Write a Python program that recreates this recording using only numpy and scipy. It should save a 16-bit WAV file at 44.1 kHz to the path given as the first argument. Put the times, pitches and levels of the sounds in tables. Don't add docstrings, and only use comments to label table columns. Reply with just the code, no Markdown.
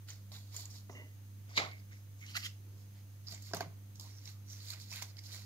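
import sys
import numpy as np
from scipy import signal
from scipy.fft import rfft, irfft, next_fast_len
from scipy.io import wavfile
from scipy.ndimage import uniform_filter1d, map_coordinates

SR = 44100
rng = np.random.default_rng(int(sys.argv[2]) if len(sys.argv) > 2 else 0)


def log_audio(samples):
    frames = np.atleast_2d(samples).T
    limited = np.clip(frames, -1, 1)
    pcm = np.round(limited * 32767).astype(np.int16)
    wavfile.write(sys.argv[1], SR, pcm)


def ratio_of_db(decibels):
    return 10 ** (np.asarray(decibels, float) / 20)


N = 240433
CONTROL = np.arange(0, N, 32)


def evened(x):
    return x / np.sqrt(np.mean(x ** 2) + 1e-20)


def read(points, hz):
    f, value = np.transpose(points)
    return np.interp(np.log(hz + 1), np.log(f + 1), value)


def add(mix, s, sound):
    part = mix[round(s * SR):][:len(sound)]
    part += sound[:len(part)]


def resonate(x, hz, width):
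    turn = np.exp(2j * np.pi * np.cumsum(hz * np.ones(len(x))) / SR)
    r = np.exp(-np.pi * width / SR)
    return 2 * (turn * signal.lfilter([1 - r], [1, -r], x / turn)).real


def steep(x, hz, width):
    return resonate(resonate(x, hz, width), hz, width)


def pitched(x, hz, width, wide):
    ring = np.sqrt(SR / (8 * np.pi * width)) * steep(x, hz, width)
    return (ring + wide * x) / np.sqrt(1 + wide ** 2)


def strokes(rows):
    peak, rise, fall, db = np.array(rows).T[:4, :, None]
    u = CONTROL / SR - peak
    away = np.where(u < 0, -u / abs(rise), u / abs(fall))
    return ratio_of_db(db - 20 * away ** 1.32) + 1e-12


def smooth(curve):
    return np.interp(np.arange(N), CONTROL, curve)


def grains(per_s=5000, spread_db=4.0, clump_db=0.0):
    size = ratio_of_db(spread_db * np.minimum(rng.exponential(1, N), 5)) * (rng.random(N) < per_s / SR)
    clumps = uniform_filter1d(rng.standard_normal(N), size=200)
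    clumps = evened(uniform_filter1d(clumps, size=200))
    return evened(size * rng.standard_normal(N) * ratio_of_db(clump_db * clumps))


def bursts(events, first):
    u, noise = np.arange(5000) / SR, rng.standard_normal((len(events), 5000))
    noise[:, 0] = first
    t60 = np.maximum(np.array(events)[:, -1:], .003)
    return noise * ratio_of_db(-60 * u / t60)


# f/Hz, level/dB rms, phase/turns
HUM_PARTIALS = [(99.99, -50.8, .78), (199.96, -74.5, .9), (499.96, -86, .54), (99, -71.5, .27),
                (148.52, -78, .25), (198, -72.4, .56), (287.51, -79, .16)]


def hum():
    t = np.arange(N) / SR
    side = np.array([[-1], [1]])
    out = np.zeros((2, N))
    for hz, db, turns in HUM_PARTIALS:
        phase = 2 * np.pi * (hz * t + turns) + 0.062 * side
        out += np.sqrt(2) * ratio_of_db(db + 0.77 * side) * np.sin(phase)
    return out


# f/Hz, level/dB per Hz
FLOOR_SPECTRUM = [(12, -54), (20, -38), (42, -23), (66, -18.5), (101, -14), (126, -11.5), (153, -19),
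                  (291, -20.5), (419, -30), (1510, -34), (5310, -36.5), (6640, -39.5), (8780, -39.5),
                  (13700, -33.5), (15800, -35)]
# f/Hz, likeness
FLOOR_LIKENESS = [(25, 0.75), (60, 0.92), (200, 0.22), (400, 0.59), (800, 0.025), (1500, 0.009)]


def floor():
    floor_db, patchy_db = -62.5, .4
    whine_hz, whine_width_hz, whine_db = 6440, 290, -76
    frames, hz = N // 512 + 5, np.fft.rfftfreq(2048, 1 / SR)
    a, b, c, d, patches = rng.standard_normal((frames, 1025, 5)).T
    patches = uniform_filter1d(patches, size=20, axis=0)
    patches = evened(uniform_filter1d(patches, size=8, axis=1))
    same = np.clip(read(FLOOR_LIKENESS, hz), -1, 1)[:, None]
    left = a + 1j * b
    right = same * left + np.sqrt(1 - same ** 2) * (c + 1j * d)
    z = np.array([left, right]) * ratio_of_db(read(FLOOR_SPECTRUM, hz)[:, None] + patchy_db * patches)
    hiss = ratio_of_db(floor_db) * evened(signal.istft(z, nperseg=2048, noverlap=1536)[1][:, :N])
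    whine = [evened(resonate(v, whine_hz, whine_width_hz)) for v in rng.standard_normal((2, N))]
    return (hiss + ratio_of_db(whine_db) * np.array(whine)) * ratio_of_db([[-.6], [.6]])


def heave():
    peak_s, rise_s, fall_s, db = 2.72, .5, .45, -72
    level = smooth(strokes([(peak_s, rise_s, fall_s, db)])[0])
    return level * evened(steep(rng.standard_normal(N), 310, 230))


# peak t/s, rise t/s, fall t/s, low body level/dB, upper ring level/dB
SLIDE_JERKS = [
    (0.897, 0.0015, 0.02, -59, -60),
    (.92, 0.033, 0.16, -56, -85),
    (.97, 0.044, 0.14, -79, -52.5),
    (1.026, 0.067, 0.077, -64.5, -81),
]
# f/Hz, width f/Hz, level/dB
SLIDE_BODY = [(257, 51, 3.5), (376, 120, 3.5), (600, 23, 1), (910, 150, -3.5), (2006, 110, -1),
              (2830, 55, -5)]


def slide():
    rub = grains(per_s=12000, spread_db=1.5, clump_db=.7)
    rings = [ratio_of_db(db) / np.sqrt(w) * steep(rub, f, 1.9 * w) for f, w, db in SLIDE_BODY]
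    out = np.zeros(N)
    for part, column in ((rings[:4], 3), (rings[4:], 4)):
        level = strokes([(*row[:3], row[column]) for row in SLIDE_JERKS]).sum(0)
        out += evened(sum(part)) * smooth(level)
    return out


def struck(hits, modes):
    u, out = np.arange(8000) / SR, np.zeros(N)
    ring = sum(ratio_of_db(db - 60 * u / t60) * np.sin(2 * np.pi * hz * u) for hz, db, t60 in modes)
    contact = 1 - np.exp(-u / 0.00098)
    for s, db in hits:
        add(out, s, ratio_of_db(db - 4.5) * ring * contact)
    return out


# t/s, peak level/dB
NUDGE = [
    (0.8962, -36.5),
]
# f/Hz, level/dB, t60 t/s
NUDGED = [(432, 1, 0.02), (620, 3, 0.011), (990, 2.5, 0.017), (2100, -8, .02)]


def nudge():
    return struck(NUDGE, NUDGED)


# t/s, peak level/dB
LANDINGS = [
    (3.535, -24),
    (3.606, -26.5),
]
# f/Hz, level/dB, t60 t/s
LARGE_PIECE = [(170, -14.5, 0.15), (418, -4, 0.046), (680, 4, 0.037), (945, -3, 0.025), (1576, 4, 0.018)]


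def landing():
    return struck(LANDINGS, LARGE_PIECE)


# t/s, peak level/dB, f/Hz, length/cycles
FIBRES = [(.545, -48, 3800, 2.1), (.5648, -39, 7100, 4), (.579, -43, 7000, 4), (.587, -46, 6800, 4),
          (.593, -47, 5000, 4.5), (.638, -47, 4800, 2.7), (.6555, -37, 7000, 4.3), (.8975, -50, 2100, 4),
          (2.243, -49, 5500, 4), (2.32, -50, 6000, 3), (2.353, -44, 4300, 4.4), (2.3685, -36, 4400, 4.4),
          (2.433, -37, 4900, 4.2), (3.272, -44, 4950, 6), (3.2835, -53, 1250, 3.7), (3.3475, -39, 6900, 3),
          (3.424, -42, 7300, 2.1), (3.5355, -42, 6200, 3), (3.5703, -43, 6330, 3.6),
          (3.6068, -40, 6300, 2.8), (3.6072, -45, 2700, 3), (3.9565, -44, 6000, 3.2),
          (3.998, -36, 5200, 4.3), (4.0105, -48, 4800, 4), (4.2563, -40, 5600, 3.3),
          (4.276, -47, 3960, 2.3), (4.6785, -43, 4650, 8.3), (4.7035, -38, 4300, 5.1),
          (4.824, -50, 5500, 2.6), (4.996, -47, 2000, 2.3), (5.0235, -35, 6500, 3.3),
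          (5.1905, -49, 4850, 11), (5.336, -48, 4600, 6.3)]


def ticks():
    u, out = np.arange(400) / SR, np.zeros(N)
    for s, db, hz, cycles in FIBRES:
        v = 4 * u * hz / abs(cycles)
        tick = v * np.exp(1 - v) * np.sin(2 * np.pi * hz * u)
        add(out, s - abs(cycles) / (4 * hz), ratio_of_db(db) * tick)
    return out


# peak t/s, rise t/s, fall t/s, level/dB, f/Hz
RUBS = [(.912, .015, 0.11, -66, 6040), (.965, .04, 0.096, -64, 1960), (1.578, .01, 0.022, -37, 6400),
        (1.581, 0.009, .04, -44, 4240), (1.582, .008, 0.033, -54, 2200),
        (1.595, .025, 0.11, -48, 1440), (1.63, 0.045, 0.1, -59, 620), (1.717, 0.036, 0.12, -55, 2150),
        (1.794, .02, 0.013, -64, 4980), (1.925, .012, .075, -59, 2100), (2.215, .04, .05, -62, 6500),
        (2.23, 0.023, .04, -51, 2150), (2.285, 0.034, .08, -55.5, 2900), (2.29, .04, .07, -56, 4270),
        (2.355, .02, .03, -45, 4530), (2.357, .015, 0.033, -45, 1400),
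        (2.367, 0.029, .015, -41, 2750), (2.37, 0.026, 0.025, -57, 735),
        (2.372, 0.027, .012, -41, 1750), (2.404, .02, .015, -49, 4870),
        (2.434, 0.0092, .03, -48, 4800), (2.437, .012, .03, -48, 2800),
        (2.458, 0.037, .025, -52, 1920), (2.463, .03, 0.016, -39, 3160),
        (.35, .03, .04, -52, 3900), (.61, .07, .06, -57, 3550), (3.273, .008, 0.047, -47, 4950),
            (3.365, 0.013, 0.027, -57, 2200), (4.15, .15, .12, -58.5, 5600), (4.279, 0.017, .02, -59, 2200),
            (4.281, .027, .03, -58, 5650), (4.35, 0.068, .08, -73.5, 1230),
            (4.505, 0.033, 0.057, -51.5, 5830), (4.737, 0.014, .02, -49, 2300),
            (4.918, .012, .03, -56, 5400), (4.931, 0.022, 0.048, -52, 2430), (5.097, .012, .025, -58, 4950),
            (5.186, .015, .015, -54, 2160), (5.325, .012, .044, -55, 5900)]


def singing(rub):
    q = 6.2
    rows = RUBS
    out, span = np.zeros(N), np.arange(-4000, 6000)
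    for (s, *_, hz), level in zip(rows, strokes(rows)):
        at = np.minimum(round(s * SR) + span, N - 1)
        ring = evened(steep(rub[at], hz, hz / q))
        add(out, at[0] / SR, ring * np.interp(at, CONTROL, level))
    return out


# t/s, peak level/dB, f/Hz, thump level/dB above the knock, t60 t/s
KNOCKS = [(0.317, -47.5, 680, -24, 0.11), (0.897, -49, 547, -1, 0.45), (1.5757, -25, 1160, -12, 0.39),
          (1.599, -29.5, 750, -26, 0.24), (3.322, -49, 596, -2, 0.14), (3.512, -43, 380, -22, 0.12),
          (3.549, -45, 870, -22, 0.19), (3.568, -37.5, 633, 0, 0.11), (3.629, -37.5, 400, -24, 0.13),
          (3.661, -46, 370, 5, 0.087), (3.996, -50, 710, -5, 0.14), (4.049, -53, 980, -23, 0.19),
          (4.918, -51, 950, -19, 0.49), (5.021, -41, 900, -17, 0.15)]


def knock(body):
    for (s, db, hz, thump_db, _), burst in zip(KNOCKS, bursts(KNOCKS, 17.5)):
        add(body, s, ratio_of_db(db - 12.0) * pitched(burst, hz, 400, 1.64))
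        add(body, s, ratio_of_db(db + thump_db - 3.0) * pitched(burst, 114, 87, 0.038))


# t/s, peak level/dB, f/Hz, scrape and fizz
# level/dB above it
SNAPS = [
    (.0862, -41, 4560, -4, -6),
    (.1036, -31, 6400, -11, -27),
    (.3182, -37.5, 4480, -14, -19),
    (.5642, -26, 6940, -36, -8),
    (.655, -33, 7060, -28, -5),
         (3.27, -36, 4940, -29, -32), (3.3109, -34, 4970, -25, -18), (3.323, -32, 4670, -19, -7),
               (3.346, -33.5, 7250, -12, -22), (3.423, -36, 6650, -36, -7.5), (3.4645, -56, 5060, -18, -14),
               (3.535, -22, 5000, -37, -18), (3.547, -31, 4870, -11, 3), (3.5687, -30.5, 5900, -7, 0),
               (3.607, -27, 4650, -16, -13), (3.9565, -37, 5900, -36, -14), (3.9972, -31.5, 5000, -41, -6),
               (4.01, -37, 4780, -30, -3), (4.256, -34, 4800, -25, -16), (4.276, -31, 5500, -17, -29),
               (4.604, -35.5, 4520, -21, -20), (4.703, -31.5, 4230, -22, -2),
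               (4.735, -49.5, 4860, 9.5, -14), (4.915, -32, 5350, -31, -25), (4.959, -30, 4080, -16, -3),
               (4.994, -41, 4890, -2, -18), (5.023, -27.5, 6000, -6.5, -1), (5.1685, -37, 4970, -18, -26),
               (5.19, -32, 4930, -34, -30)]
# t/s, peak level/dB, f/Hz, scrape level/dB above it, t60 t/s
CLICKS = [
    (1.4935, -66, 4850, -12, .018),
    (1.5754, -14, 3950, -25, 0.0027),
    (1.714, -39.5, 4340, -24, 0.029),
    (1.915, -63, 6280, -11, .018),
    (2.264, -37.5, 6060, -9, 0.017),
    (2.347, -40.5, 4630, -1, 0.13),
    (2.428, -39, 4770, -2, 0.04),
    (2.448, -36, 4970, -10, 0.037),
    (2.4617, -23, 3140, -15, 0.03),
]


def snap(crackle, scrape, fizz):
    leaf_t60_s, click_fizz_db = 0.017, -37
    leaves = [(*row, leaf_t60_s) for row in SNAPS]
    clicks = [(*row[:4], click_fizz_db, row[4]) for row in CLICKS]
    events = leaves + clicks
    quick = ratio_of_db(-60 * np.arange(5000) / SR / 0.007)
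    for (s, db, hz, scrape_db, fizz_db, _), burst in zip(events, bursts(events, 8.0)):
        add(crackle, s, ratio_of_db(db - 7) * pitched(burst, hz, 1300, .35))
        add(scrape, s, ratio_of_db(db + scrape_db - 4.5) * burst)
        add(fizz, s, ratio_of_db(db + fizz_db - 9.0) * burst * quick)


# peak t/s, rise t/s, fall t/s (over
# 20 dB), level/dB, f/Hz
PRESSES = [
    (.092, 0.021, 0.091, -57, 4700),
    (.32, 0.0026, 0.054, -60, 4930),
    (.35, .04, 0.12, -61, 4320),
    (.55, 0.031, 0.11, -63.5, 6100),
    (.6, 0.11, 0.081, -54.5, 4200),
    (.706, 0.011, 0.071, -62, 5700),
    (.768, 0.053, 0.077, -63, 4700),
           (3.275, .01, 0.046, -84, 4900), (3.32, 0.067, 0.07, -56, 5070),
                 (3.466, 0.11, 0.12, -60.5, 4830), (3.546, 0.0094, 0.073, -55.5, 4770),
                 (3.606, 0.0067, 0.027, -55, 4770), (3.958, 0.016, 0.055, -69.5, 5850),
                 (4.0, 0.01, 0.21, -61, 4860), (4.288, 0.087, 0.074, -61, 4500),
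                 (4.519, 0.069, 0.12, -61.5, 5800), (4.7, 0.15, 0.068, -57.5, 4600),
                 (4.736, 0.11, 0.019, -57.5, 4560), (4.814, 0.066, 0.081, -59.5, 4800),
                 (4.918, 0.03, 0.095, -57.5, 5350), (4.974, 0.11, 0.1, -56.5, 4130),
                 (5.026, 0.011, 0.0082, -46.5, 4930), (5.045, .03, 0.065, -69, 4730),
                 (5.1, 0.033, 0.017, -68, 4940), (5.188, 0.034, 0.015, -62.5, 4950),
                 (5.252, 0.033, 0.12, -58.5, 4940), (5.326, 0.023, 0.11, -54.5, 4600),
                 (5.36, 0.076, 0.13, -72.5, 4500), (5.44, 0.052, .1, -70, 5000)]
TUMBLES = [
    (.898, 0.008, 0.22, -69, 6200),
    (1.496, 0.011, 0.23, -64.5, 5300),
    (1.578, 0.022, 0.02, -34, 4000),
    (1.6, 0.023, 0.091, -48.5, 3950),
    (1.8, 0.081, 0.02, -75.5, 5040),
    (1.922, 0.014, 0.12, -68, 5900),
]
STIRS = [
    (2.214, 0.044, 0.12, -67.5, 6360),
    (2.308, 0.065, 0.052, -60.5, 4840),
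    (2.367, 0.018, 0.013, -42.5, 4700),
    (2.458, 0.032, 0.022, -48.5, 5230),
    (2.39, 0.041, 0.075, -56, 4900),
    (2.802, 0.11, 0.1, -74.5, 5170),
    (2.97, 0.055, 0.095, -76, 4570),
]
# peak t/s, rise t/s, fall t/s, level/dB, hollow body level/dB above it
DRAGS = [(0.09, 0.02, 0.09, -61, -4.5), (.32, .005, .1, -84, 11), (.348, 0.037, 0.067, -62.5, -1),
         (.55, 0.043, 0.21, -64, 3.5), (.74, 0.043, 0.11, -77, 4), (0.896, 0.0028, 0.012, -60, 11),
         (.998, 0.078, 0.041, -71, 5), (3.32, 0.072, 0.12, -63, -1), (3.466, 0.044, 0.37, -68, -7),
         (3.538, 0.0048, 0.018, -49, 5), (3.547, 0.013, 0.12, -58, 12.5), (3.609, 0.0047, 0.038, -51.5, 5),
         (4.0, 0.014, 0.09, -86.5, 19.5), (4.078, 0.11, 0.16, -69.5, -2), (4.288, 0.087, 0.047, -64.5, -4),
         (4.518, 0.059, 0.81, -69.5, -5), (4.737, 0.097, 0.083, -62.5, -4), (4.928, 0.035, 0.2, -62, -6),
         (4.974, 0.046, 0.052, -57.5, -25.5), (5.026, 0.02, 0.021, -53.5, -17),
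         (5.185, 0.015, 0.013, -67, -17), (5.352, 0.15, 0.14, -61, -3)]
JOSTLES = [
    (1.496, 0.036, 0.17, -65.5, 1.5),
    (1.579, 0.012, 0.019, -26.5, -15),
    (1.599, 0.042, 0.1, -43, 0),
    (1.921, 0.022, 0.037, -60.5, -7),
    (2.223, 0.022, 0.07, -60.5, -29),
    (2.308, 0.067, 0.059, -63.5, -7),
    (2.368, 0.019, 0.018, -39.5, -22),
    (2.46, 0.082, 0.018, -48.5, -18),
    (2.97, .06, .08, -73, -14),
]


def rustle():
    kinds = (PRESSES, 1), (TUMBLES, -15), (STIRS, 0.5)
    rows = [row for table, _ in kinds for row in table]
    fizz_db = [db for table, db in kinds for _ in table]
    bark_rows = DRAGS + JOSTLES
    leaf, bark = strokes(rows), strokes(bark_rows)
    body_level = ratio_of_db([row[4] for row in bark_rows]) @ bark
    common, bands = grains(), []
    for level in (leaf.sum(0), bark.sum(0), body_level, ratio_of_db(fizz_db) @ leaf):
        own = grains(per_s=9000, spread_db=2.2, clump_db=.9)
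        bands.append(uniform_filter1d(smooth(level), size=100) * evened(own + 0.51 * common))
    crackle, scrape, body, fizz = bands
    crackle_hz = smooth(np.array(rows)[:, -1] @ leaf / leaf.sum(0))
    crackle = 2.5 * pitched(crackle, crackle_hz, 2200, .6)
    loose = smooth(bark[len(DRAGS):-4].sum(0) / bark.sum(0)) * scrape
    scrape = 2.5 * (pitched(scrape, 2030, 740, 0.64) + .55 * pitched(loose, 2150, 130, 0))
    return (crackle, scrape, body, fizz), common


def causal(db):
    log = np.log(ratio_of_db(np.maximum(db, -100)))
    whole = signal.hilbert(np.r_[log, log[-2:0:-1]])
    taps = np.fft.ifft(np.exp(whole.conj())).real[:len(db)]
    return taps / np.linalg.norm(taps)


# low f/Hz, high f/Hz
BANDS = [(2800, 7800), (1250, 3000), (130, 1250), (7800, 16000)]
# f/Hz, level/dB per Hz
LEAF_COLOUR = [(710, -104), (1200, -7), (1400, -10), (1520, -4), (1680, -11.5), (1950, -11), (2240, -10),
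               (2420, -6), (3200, -0.5), (3800, 1), (4920, 0), (7100, 2), (8440, -17), (12600, -13.5),
               (15800, -18)]
# f/Hz, width f/Hz, level/dB
HOLLOW = [(170, 88, -16), (352, 210, -9.5), (687, 76, -5), (990, 750, -6.5), (1360, 110, -8)]


def colours():
    hz = np.fft.rfftfreq(4096, 1 / SR) + 1
    leaf = read(LEAF_COLOUR, hz)
    hollow = sum(ratio_of_db(db) ** 2 / (1 + (2 * (hz - f) / w) ** 2) for f, w, db in HOLLOW)
    impulses = []
    for db, (lo, hi) in zip([leaf, leaf, 10 * np.log10(hollow), leaf], BANDS):
        edges_db = 10 * np.log10((1 + (lo / hz) ** 12) * (1 + (hz / hi) ** 12))
        impulses.append(causal(db - db.max() - edges_db))
    return impulses


def litter():
    bands, rub = rustle()
    crackle, scrape, body, fizz = bands
    snap(crackle, scrape, fizz)
    knock(body)
    scattered = sum(signal.oaconvolve(band, taps)[:N] for band, taps in zip(bands, colours()))
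    return singing(rub), scattered


# f/Hz, t60 t/s
ROOM_T60 = [(200, 0.68), (1000, 0.28), (4000, 0.25), (12000, 0.18)]


def room(x):
    taps = np.zeros((6, SR // 2))
    slots = np.arange(30, SR // 2 - 20, 20)
    at = slots + rng.integers(0, 20, (6, len(slots)))
    np.put_along_axis(taps, at, rng.choice([-1., 1.], at.shape), 1)
    hz, t, z = signal.stft(taps, SR, nperseg=256)
    decay = ratio_of_db(-60 * t / read(ROOM_T60, hz)[:, None])
    decay = decay + 8.5 * ratio_of_db(-60 * t / .007)
    decay *= 1 + hz[:, None] / 6000
    tails = signal.istft(z * decay, SR, nperseg=256)[1]
    tails /= np.linalg.norm(tails, axis=1, keepdims=True)
    low = signal.sosfiltfilt(signal.butter(2, 2500, fs=SR, output="sos"), x)
    fed = 0
    for part, turns_per_s in ((low, 37), (x - low, 300)):
        turn = np.arange(N) / SR * turns_per_s + np.arange(3)[:, None] / 3
        fed = fed + np.sqrt(2 / 3) * np.cos(np.pi * turn) * part
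    return signal.fftconvolve(fed[:, None], tails.reshape(3, 2, -1), axes=2)[..., :N].sum(0)


# t/s, left port lag/samples, left minus right level/dB
PLACE = [
    (0, -3.5, -0.5),
    (.85, -4, -1),
    (.89, -7.5, -3),
    (1.5, -11.5, 1.5),
    (2.1, -10.5, .5),
    (2.6, -7, -4.5),
    (3.2, 5, -3),
    (5.45, 4.5, -4.5),
]


def ports(x):
    n = np.arange(N)
    s, lag, tilt_db = np.transpose(PLACE)
    lag, tilt_db = np.interp(n / SR, s, lag), np.interp(n / SR, s, tilt_db)
    return np.array([map_coordinates(x, [n - side * lag / 2], order=3) * ratio_of_db(side * tilt_db / 2)
                     for side in (1, -1)])


# f/Hz, left minus right level/dB
PORT_SHADE = [(400, 3), (1100, -4), (2300, 0.5), (4400, -7), (8100, 0), (13000, -4.5)]
TUMBLE_SHADE = [(400, -2), (700, -3), (1250, -3.5), (2400, -5.5), (4400, -3), (8000, 2)]


def housing(hands):
    size = next_fast_len(N)
    hz, t = np.fft.rfftfreq(size, 1 / SR), np.arange(N) / SR
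    spectrum, side = rfft(hands, size), np.array([[.5], [-.5]])
    usual, aside = (irfft(spectrum * ratio_of_db(read(shade, hz) * side), size)[:, :N]
                    for shade in (PORT_SHADE, TUMBLE_SHADE))
    return np.where((t > 1.5) & (t < 2.5), aside, usual)


def hand_shade(x):
    lag_s = 1 / (2 * np.pi * 1800)
    return signal.lfilter(*signal.bilinear([.6 * lag_s, 1], [lag_s, 1], SR), x)


def scene():
    direct_db, echo_db = -4.5, -.3
    clean_db, clean_echo_db = 3, -2.5
    sung, scattered = litter()
    clean = sung + slide() + landing() + nudge() + ticks()
    direct = ports(hand_shade(scattered + ratio_of_db(clean_db) * clean))
    echoes = room(scattered + ratio_of_db(clean_echo_db) * clean)
    hands = ratio_of_db(direct_db) * direct + ratio_of_db(echo_db) * echoes
    return housing(hands) + hum() + floor() + heave()


def low_pass(x):
    return signal.sosfilt(signal.butter(12, 15830, fs=SR, output="sos"), x)


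def record(dry):
    edge = signal.firwin(401, 15760, window=("kaiser", 9), fs=SR)[None]
    mix = signal.oaconvolve(dry, edge, "same")
    return low_pass(mix)


dry = scene()
out = record(dry)
log_audio(out)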